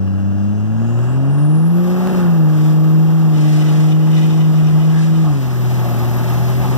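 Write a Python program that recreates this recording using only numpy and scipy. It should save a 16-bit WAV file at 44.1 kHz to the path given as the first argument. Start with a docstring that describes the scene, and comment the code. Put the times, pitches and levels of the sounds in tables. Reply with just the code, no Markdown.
"""A six-cylinder turbo diesel engine, heard inside a pickup pulling away at full throttle.
The exhaust booms at the rate the cylinders fire, climbing and falling back at two gear changes.
Uneven cylinders add a growl, burning fuel clatters, injectors tick and loose trim buzzes.
The turbo spins up to a high whistle over the hiss of the air it pumps in.
Behind it all, road rumble and wind grow with speed."""
import sys
import numpy as np
from scipy import signal
from scipy.fft import rfft, irfft, next_fast_len
from scipy.io import wavfile
from scipy.ndimage import uniform_filter1d

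SR = 44100
rng = np.random.default_rng(int(sys.argv[2]) if len(sys.argv) > 2 else 0)


def to_wav(s):
    """Save 16-bit WAV."""
    ch = np.atleast_2d(s).T  # columns
    pcm = np.round(np.clip(ch, -1, 1) * 32767)  # PCM
    wavfile.write(sys.argv[1], SR, pcm.astype(np.int16))


N = 298557
TIME = np.arange(N) / SR
CYLINDERS = 6   # each fires once per engine cycle (two turns of the crank)
CRUISE_KMH = 91.5


def from_db(db):
    """Turn decibels into a factor to multiply by."""
    return 10 ** (np.asarray(db) / 20)


def unit_power(x):
    """Scale to a power of 1; a stereo pair goes by the average of its two sides."""
    centre = x.mean(axis=0) if x.ndim == 2 else x
    return x / np.sqrt(np.mean(np.abs(centre) ** 2) + 1e-20)


def at_time(rows):
    """Read a two-column table at every sample."""
    return np.interp(TIME, *np.transpose(rows))


def at_hz(rows, hz):
    """Read a table's value columns at the given frequencies."""
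    points, *columns = np.transpose(rows)
    return [np.interp(np.log(hz), np.log(points), column) for column in columns]


def gate(start_s, length_s):
    """Fade from 0 to 1 and back."""
    edge_s = .05
    return .5 * (np.tanh((TIME - start_s) / edge_s) - np.tanh((TIME - start_s - length_s) / edge_s))


def drift(rate_hz):
    """Smooth random wandering, typically of size 1."""
    r = np.exp(-2 * np.pi * rate_hz / SR)
    smooth = signal.lfilter([1], [1, -2 * r, r * r], rng.standard_normal(N + SR // 2))
    return unit_power(smooth[SR // 2:])


def narrow_noise(width_hz):
    """Complex noise that smears a tone over about the given width."""
    return unit_power(drift(width_hz) + 1j * drift(width_hz))


def stereo(hz):
    """How alike left and right are, and the phase of the right: upside down and a little late."""
    # how the two sides compare: f/Hz, likeness/0-1, extra lag on the right/rad
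    sides = [(40, .97, .35), (100, .99, .7), (160, .99, .65), (260, .75, .8), (360, .75, 1.1),
             (470, .5, -.2), (600, .78, .9), (800, .88, .6), (1100, .9, -.15), (1300, .85, -.6),
             (1450, .5, .1), (2200, .9, 0), (4400, .85, 0), (7000, .6, 0), (14000, .25, 0)]
    alike, extra_lag = at_hz(sides, hz)
    delay_s = .000452
    return alike, np.pi - 2 * np.pi * hz * delay_s - extra_lag


def cab_noise(spectrum):
    """Stereo noise of power 1, shaped by a table of f/Hz, level/dB."""
    # how the noise leans to the left: f/Hz, left minus right/dB
    balance = [(60, 2), (200, 2), (500, 1.3), (1200, -0.1), (2800, -1.2), (5500, 0.7), (9000, 1.3),
               (14000, -3.5)]
    size = next_fast_len(N)
    hz = np.maximum(np.arange(size // 2 + 1) * SR / size, 1)
    bass_cut = np.minimum(hz / spectrum[0][0], 1) ** 2
    shared, own = rfft(rng.standard_normal((2, size))) * from_db(at_hz(spectrum, hz)[0]) * bass_cut
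    alike, phase = stereo(hz)
    right = alike * np.exp(1j * phase) * shared + np.sqrt(1 - alike ** 2) * own
    lean = from_db(at_hz(balance, hz)[0] / 2)
    return unit_power(irfft(np.array([shared * lean, right / lean]), size)[:, :N])


def cab_tone(phase, hz):
    """One engine tone in stereo, turned up where its two sides would cancel."""
    shift = np.interp(TIME, TIME[::64], stereo(hz[::64])[1])
    centre_gain = np.maximum(np.abs(np.cos(shift / 2)), .35)
    return np.sqrt(2) * np.sin([phase, phase + shift]) / centre_gain


def firing_samples(cycle):
    """The samples at which a cylinder fires."""
    return np.flatnonzero(np.diff(np.floor(CYLINDERS * cycle)))


def struck(clicks, modes, contact_s, swing_db=0):
    """Gritty taps ring a part's resonances; swing_db shifts their balance as the contact point moves."""
    contact = signal.lfilter([1], [1, -np.exp(-1 / (contact_s * SR))], clicks + 1e-18)
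    grit = contact * rng.standard_normal((2, N))
    out = 0
    for k, (hz, width_hz, level_db) in enumerate(modes):
        r = np.exp(-np.pi * width_hz / SR)
        ring = signal.lfilter([1 - r, 0, r - 1], [1, -2 * r * np.cos(2 * np.pi * hz / SR), r * r], grit)
        out = out + (-1) ** k * from_db(level_db + swing_db * drift(16)) * ring
    return unit_power(out)


def road_and_wind(kmh, load_db):
    """Tyres and drivetrain shake the body and air rushes past the cab, more so with speed."""
    # tone colours of road rumble, deep body shudder and wind: f/Hz, level/dB
    rumble_colour = [(20, -14), (35, -13), (55, 1), (85, -2), (130, 8), (200, 11), (260, -1.5), (360, 0.5),
                     (480, -6), (900, -31), (4000, -51)]
    shudder_colour = [(25, -8), (50, 13), (75, 12.5), (110, -6), (250, -36), (900, -63)]
    wind_colour = [(200, -24), (455, -11), (520, -5), (620, -3.5), (725, 2.5), (800, -2), (880, 0.5),
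                   (960, -6.5), (1130, -0.5), (1270, -2.5), (1450, -37), (2200, -21.5), (3500, -23.5),
                   (8000, -43), (12000, -49), (16000, -28)]
    decades = np.log10(kmh / CRUISE_KMH)   # goes up by 1 for ten times the speed
    rumble_db = -41 + 19 * decades + load_db
    shudder_db = -57.5 + np.interp(kmh, [89, 155], [0, 25])   # sets in at highway speed
    wind_db = -42 + 20 * decades + load_db
    rumble = from_db(rumble_db + 1.6 * drift(5.6)) * cab_noise(rumble_colour)
    shudder = from_db(shudder_db + 1.5 * drift(7.2)) * cab_noise(shudder_colour)
    wind = from_db(wind_db + 2 * drift(7.4)) * cab_noise(wind_colour)
    return rumble + shudder + wind


def loose_taps(cycle, share=.88, scatter_s=.0011, spread_db=2.2):
    """A loose part taps on most firings, early or late, hard or soft."""
    at = firing_samples(cycle)
    at = at[rng.random(len(at)) < share]
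    late, size = rng.standard_normal((len(at), 2)).T
    at = np.clip(at + (late * scatter_s * SR).astype(int), 0, N - 1)
    clicks = np.zeros(N)
    clicks[at] = from_db(spread_db * np.minimum(size, 2))
    return clicks


def rattle(cycle):
    """The boom shakes loose dashboard trim into a buzz; a larger panel joins in briefly."""
    # loudest bursts of buzzing: t/s, level/dB
    burst_peaks = [(3.36, -44), (3.47, -41.5), (3.61, -42), (3.67, -41), (3.92, -40), (4.17, -42),
                   (4.23, -40.5), (4.32, -41), (4.41, -43.5), (4.57, -44), (4.68, -44), (4.82, -44.5)]
    # resonances of the trim and of the panel: f/Hz, width/Hz, level/dB
    trim_modes = [(1968, 36, 6), (2500, 73, 3), (2770, 130, -2.5), (2973, 51, 9), (3250, 240, -6.5),
                  (3640, 150, 1), (5150, 430, -18), (5740, 210, -4)]
    panel_modes = [(1650, 77, 9), (2070, 100, -3)]
    buzz = gate(start_s=3.55, length_s=1.7) * from_db(-51 + 2.5 * drift(13))
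    bursts = sum(from_db(db) * np.exp(-.5 * ((TIME - s) / .022) ** 2) for s, db in burst_peaks)
    trim = struck(loose_taps(cycle), trim_modes, contact_s=.0065, swing_db=2.2)
    panel = struck(loose_taps(cycle), panel_modes, contact_s=.0028)
    return np.hypot(buzz, bursts) * trim + from_db(-42) * gate(start_s=4.93, length_s=.13) * panel


def dry_click(decay_s=.0008, pitch_hz=230):
    """A sharp, dry click, like a cut in the sound, dying within a millisecond or two."""
    # one click near the highest engine speed: t/s, level/dB
    clicks = [(2.0734, -14)]
    start_s, level_db = clicks[0]
    age = TIME - start_s
    fade = (age > 0) * np.exp(-np.abs(age) / decay_s)
    return from_db(level_db) * fade * np.cos(2 * np.pi * pitch_hz * age)


def judder():
    """The clutches bite at the first gear change and the drivetrain shakes the cab for a moment."""
    # tone colour of the shaking: f/Hz, level/dB
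    colour = [(45, -18), (80, 2), (125, 6), (170, -2), (215, 4), (300, -11), (850, -13), (1300, -13),
              (2000, -41)]
    return from_db(-32.5) * gate(start_s=2.08, length_s=.2) * cab_noise(colour)


def intake_hiss(cycle, boost, kmh, load_db):
    """Air rushes into the engine, louder with turbo pressure and speed, pulsing with each cycle."""
    # tone colour of the hiss: f/Hz, level/dB
    colour = [(1200, 4.5), (2000, 10.5), (2950, 6.5), (3400, 5), (4000, 2.5), (4600, 3), (5900, 3.5),
              (7000, -0.5), (9000, -3), (11500, -11), (15500, -25)]
    # brief swells of the hiss: start/s, length/s, rise/dB
    surges = [(1.79, 0.48, 5), (2.582, 0.13, 7), (3.32, 0.54, 6.5), (4.1, 0.27, 3), (4.95, 0.12, 4.5)]
    hiss_db = -48.5 + 1.5 * boost + .1413 * (kmh - CRUISE_KMH) + .22 * load_db
    surge_db = sum(rise_db * gate(start_s, length_s) for start_s, length_s, rise_db in surges)
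    flicker_db = .85 * drift(9)
    pulse = 1 + .087 * np.sin(2 * np.pi * cycle) + .011 * np.sin(2 * np.pi * CYLINDERS * cycle)
    lean_left = from_db([[.4], [-.4]])
    return from_db(hiss_db + surge_db + flicker_db) * pulse * cab_noise(colour) * lean_left


def turbo_whistle(blade_hz, load_db):
    """The turbo's blades make a thin tone that flutters most as they speed up, with a rush just below."""
    # how well the air intake lets the tone through: f/Hz, level/dB
    intake = [(6000, -60), (6700, -59), (7050, -52), (7800, -53), (8400, -66), (9000, -48.5), (10500, -46),
              (11700, -43.5), (13400, -45), (14700, -52)]
    climb_hz_per_s = uniform_filter1d(np.gradient(blade_hz) * SR, size=8820)
    spin_up = np.clip(climb_hz_per_s / 8700, 0, 1)
    flutter = .5 + .45 * spin_up   # share of the tone's power
    rush_db = 2 - 19 * spin_up ** 2   # compared with the tone
    level_db = at_hz(intake, blade_hz)[0] + .46 * load_db - 2.5 * spin_up ** 2
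    wobble_hz = 55 * spin_up * drift(25)
    blade = np.exp(2j * np.pi * np.cumsum(blade_hz + wobble_hz) / SR)
    shift_down = np.exp(-2j * np.pi * 350 * TIME)
    sides = []
    for _ in range(2):   # so short a wave reaches each side by its own reflections
        core = np.sqrt(1 - flutter) * narrow_noise(width_hz=36)
        halo = np.sqrt(flutter) * narrow_noise(width_hz=350)
        swell_db = 1.8 * (drift(10) + spin_up * drift(30))
        rush = from_db(rush_db) * narrow_noise(width_hz=1500) * shift_down
        sides.append(np.real(blade * (from_db(swell_db) * (core + halo) + rush)))
    return from_db(level_db) * np.array(sides)


def injectors(cycle, boost, load_db):
    """Every squirt of fuel ticks on the engine block, clearest before turbo pressure builds."""
    # resonances of the block: f/Hz, width/Hz, level/dB
    block_modes = [(1580, 66, 4), (2786, 70, 21), (6250, 610, -14)]
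    at = firing_samples(cycle)
    clicks = np.zeros(N)
    clicks[at] = from_db(2 * rng.standard_normal(len(at)))
    return from_db(-51.5 + load_db - 22 * boost) * struck(clicks, block_modes, contact_s=.0028)


def clatter(cycle, load_db):
    """Each firing sends a burst of noise through the block into the cab, no two quite alike."""
    # strength of each cylinder, in firing order: level/dB
    cylinder_db = [-0.079, 0.28, -0.87, 0.61, -0.81, 0.41]
    # tone colour of the clatter: f/Hz, level/dB
    colour = [(150, 5.5), (370, -3.5), (500, 0.5), (740, -6.5), (850, -3.5), (960, -7.5), (1230, -5),
              (1430, -6), (1700, -6.5), (2150, -23), (2750, -13.5), (3300, -31), (8000, -34.5)]
    firing = CYLINDERS * cycle
    number = firing.astype(int)
    chance_db = 1.5 * rng.standard_normal(N)[number]
    strength = from_db(np.array(cylinder_db)[number % CYLINDERS] + chance_db)
    knock = 1 - .2 * np.cos(2 * np.pi * firing)
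    bursts = unit_power(uniform_filter1d(strength, size=90) * knock)
    return from_db(-38.5 + load_db + .8 * drift(6.9)) * bursts * cab_noise(colour)


def roar(cycle):
    """Straining in the high gear, the engine fills the cab's resonances with a throbbing roar."""
    # the cab's resonances as a tone colour: f/Hz, level/dB
    colour = [(400, -25), (480, -6), (525, 2), (570, -8), (615, 4), (670, -8), (725, 5), (790, -8),
              (870, 5), (950, -16), (1150, -8), (1300, -18), (1700, -35)]
    throb = 1 + .3 * np.cos(2 * np.pi * CYLINDERS * cycle)
    fade_in = gate(start_s=5.62, length_s=N / SR)
    return from_db(-38.5 + 1.5 * drift(8)) * fade_in * throb * cab_noise(colour)


def growl(cycle, cycle_hz, load_db):
    """Unequal cylinders add weaker tones around the boom: the low ones clear, the high ones smeared."""
    # pitch of each tone: waves per engine cycle
    counts = [3, 4, 5, 7, 8, 9, 10, 11, 13, 14, 15, 16, 17, 19, 20, 21, 22, 24, 25, 26, 27, 28, 29, 30, 31,
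              32, 33, 34, 36, 38, 39, 40, 42, 44, 46, 48, 50, 52]
    # strength of each tone within the growl: level/dB
    levels_db = [-9.5, -2, -9, -7.5, -6, -5, -10.5, -9.5, -10, -5, -7.5, -7, -8, -19.5, -9, -16.5, -11.5,
                 -20, -13, -12, -22, -8.5, -10, -14, -16.5, -10, -15.5, -10.5, -13.5, -11.5, -13.5, -11.5,
                 -21, -10.5, -16, -22, -17.5, -15.5]
    # how the cab colours the growl: f/Hz, level/dB
    colour = [(50, -16), (85, -2.5), (110, -8.5), (135, -8), (165, 8), (205, -2), (232, 4.5), (265, 0),
              (310, -3), (358, 3), (430, -5), (470, -8.5), (530, -1), (600, 0.5), (750, 1), (860, 1),
              (960, -7.5), (1200, 1.5), (1600, -7)]
    top_gear_db = -3 * gate(start_s=5.45, length_s=N / SR)
    out = 0
    for count, level_db in zip(counts, levels_db):
        hz = count * cycle_hz
        phase = 2 * np.pi * (count * cycle + rng.random())
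        smear = .48 * hz / 1000 * drift(20)   # the fuel burns unevenly
        waver_db = 2 * drift(4)
        upper = np.clip(10 * (hz / 420 - 1), 0, 1)   # tones above 420 Hz sink in top gear
        gain = from_db(level_db + at_hz(colour, hz)[0] + waver_db + upper * top_gear_db)
        out = out + gain * cab_tone(phase + smear, hz)
    return out * from_db(-41 + .59 * load_db)


def pipe_and_cab(hz):
    """Exhaust pipe and cab swell some pitches and cancel others; gives gain and phase (complex)."""
    # resonances of pipe and cab: f/Hz, width/Hz, level/dB
    modes = [(100, 33, -26), (124.4, 29, -23), (159.5, 56, -15.5), (204, 20.6, -20), (227, 20.3, -19.5),
             (283, 56.5, -21.5), (301, 26, -27.5), (352, 59, -22.5), (382, 23, -24.5), (419, 19, -24),
             (463, 45, -27.5), (544, 48, -22.5), (602, 55, -19), (734, 38, -16.5)]
    # pitches that cancel at the driver's seat: f/Hz
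    dead_spots = [249.6, 283.5, 335.6, 449]
    power = sum((from_db(level_db) / (1 + (2 * (hz - centre_hz) / width_hz) ** 2)) ** 2
                for centre_hz, width_hz, level_db in modes)
    depth, notch_width_hz = .95, 12
    notches = [1 - depth / (1 + 2j * (hz - dead_hz) / notch_width_hz) for dead_hz in dead_spots]
    return np.sqrt(power) * np.prod(notches, axis=0)


def exhaust(cycle, firing_hz):
    """Exhaust pulses boom through pipe and cab at the firing rate and its multiples (harmonics)."""
    # strength of each harmonic before pipe and cab, lowest first: level/dB
    harmonics_db = [0.3, -3.5, -12.5, -21, -26.5]
    # the boom dips briefly after the last gear change: start/s, length/s, change/dB
    dips = [(5.398, 0.17, -3.5), (5.877, 0.089, -2)]
    phase = 2 * np.pi * CYLINDERS * cycle
    out = 0
    for k, level_db in enumerate(harmonics_db, start=1):
        fade_db = (-.21 if k == 1 else -.25) * (TIME - .71)   # the note slowly mellows
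        sag_db = -4 * gate(start_s=4.4, length_s=.68) if k > 1 else 0
        waver_db = (.15 + .45 * k) * drift(10)
        phase_slip = (.03 + .02 * k * k) * drift(14)
        response = pipe_and_cab(k * firing_hz)
        gain = from_db(level_db + fade_db + sag_db + waver_db) * np.abs(response)
        tone = cab_tone(k * phase + phase_slip + np.angle(response), k * firing_hz)
        out = out - (-1) ** k * gain * tone   # alternating signs make a lopsided pressure wave
    dip_db = sum(change_db * gate(start_s, length_s) for start_s, length_s, change_db in dips)
    return out * from_db(dip_db)


def scene():
    """Mix the sources; one running count of engine cycles keeps the engine sounds in step."""
    # engine speed as firings per second: t/s, f/Hz
    revs = [(0.0, 95.6), (0.36, 98.8), (0.62, 105.8), (0.8, 112.7), (0.98, 120.0), (1.15, 130.8),
            (1.5, 152.0), (1.7, 167.8), (1.81, 175.8), (2.04, 183.2), (2.11, 186.2), (2.3, 168.5),
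            (2.45, 155.0), (2.6, 154.3), (3.2, 160.3), (3.41, 152.5), (4.26, 158.2), (4.73, 155.6),
            (5.05, 159.7), (5.23, 160.2), (5.35, 139.5), (5.42, 132.0), (5.54, 126.6), (5.78, 125.8),
            (5.96, 119.8), (6.6, 127.4), (6.77, 128.8)]
    # how hard the engine sounds, compared with cruising: t/s, level/dB
    load = [(0, -2.5), (.65, -3.5), (1.12, 4), (1.64, -0.5), (2.13, 9.5), (2.42, 2), (3.9, 1), (5.399, 0),
            (5.85, 4.5), (6.77, 5.5)]
    # turbo speed as the pitch of its blades: t/s, f/Hz
    turbo_speed = [(0, 5470), (0.599, 6110), (1.1, 7610), (1.62, 10580), (2.02, 13800), (2.15, 14620),
                   (2.26, 14850), (2.62, 14430), (3.27, 14660), (3.55, 14430), (4.3, 14640), (4.8, 14630),
                   (5.25, 14830), (5.54, 13780), (6.0, 13370), (6.25, 13330), (6.77, 13540)]
    firing_hz, load_db, blade_hz = at_time(revs), at_time(load), at_time(turbo_speed)
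    boost = (blade_hz / blade_hz.max()) ** 2   # turbo pressure goes with the square of its speed
    start_kmh, limit_kmh, gather_s = 23, 219.7, 8.1   # the truck gains speed ever more slowly
    kmh = limit_kmh + (start_kmh - limit_kmh) * np.exp(-TIME / gather_s)
    cycle_hz = firing_hz / CYLINDERS
    cycle = np.cumsum(cycle_hz) / SR
    boom = exhaust(cycle, firing_hz) + growl(cycle, cycle_hz, load_db)
    lean_db = np.interp(firing_hz, [120, 160], [1.9, 1.0])   # lower notes sit further left
    boom = boom * from_db([lean_db / 2, -lean_db / 2])
    engine_noise = clatter(cycle, load_db) + injectors(cycle, boost, load_db) + roar(cycle)
    taps = rattle(cycle) + dry_click()
    air = intake_hiss(cycle, boost, kmh, load_db) + turbo_whistle(blade_hz, load_db)
    return boom + engine_noise + taps + air + road_and_wind(kmh, load_db) + judder()


def record(dry):
    """Cut the highest treble steeply, above 15500 Hz."""
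    low_pass = signal.ellip(10, .1, 60, 15500, fs=SR, output="sos")
    return signal.sosfiltfilt(low_pass, dry, padlen=4000)


dry = scene()
out = record(dry)
to_wav(out)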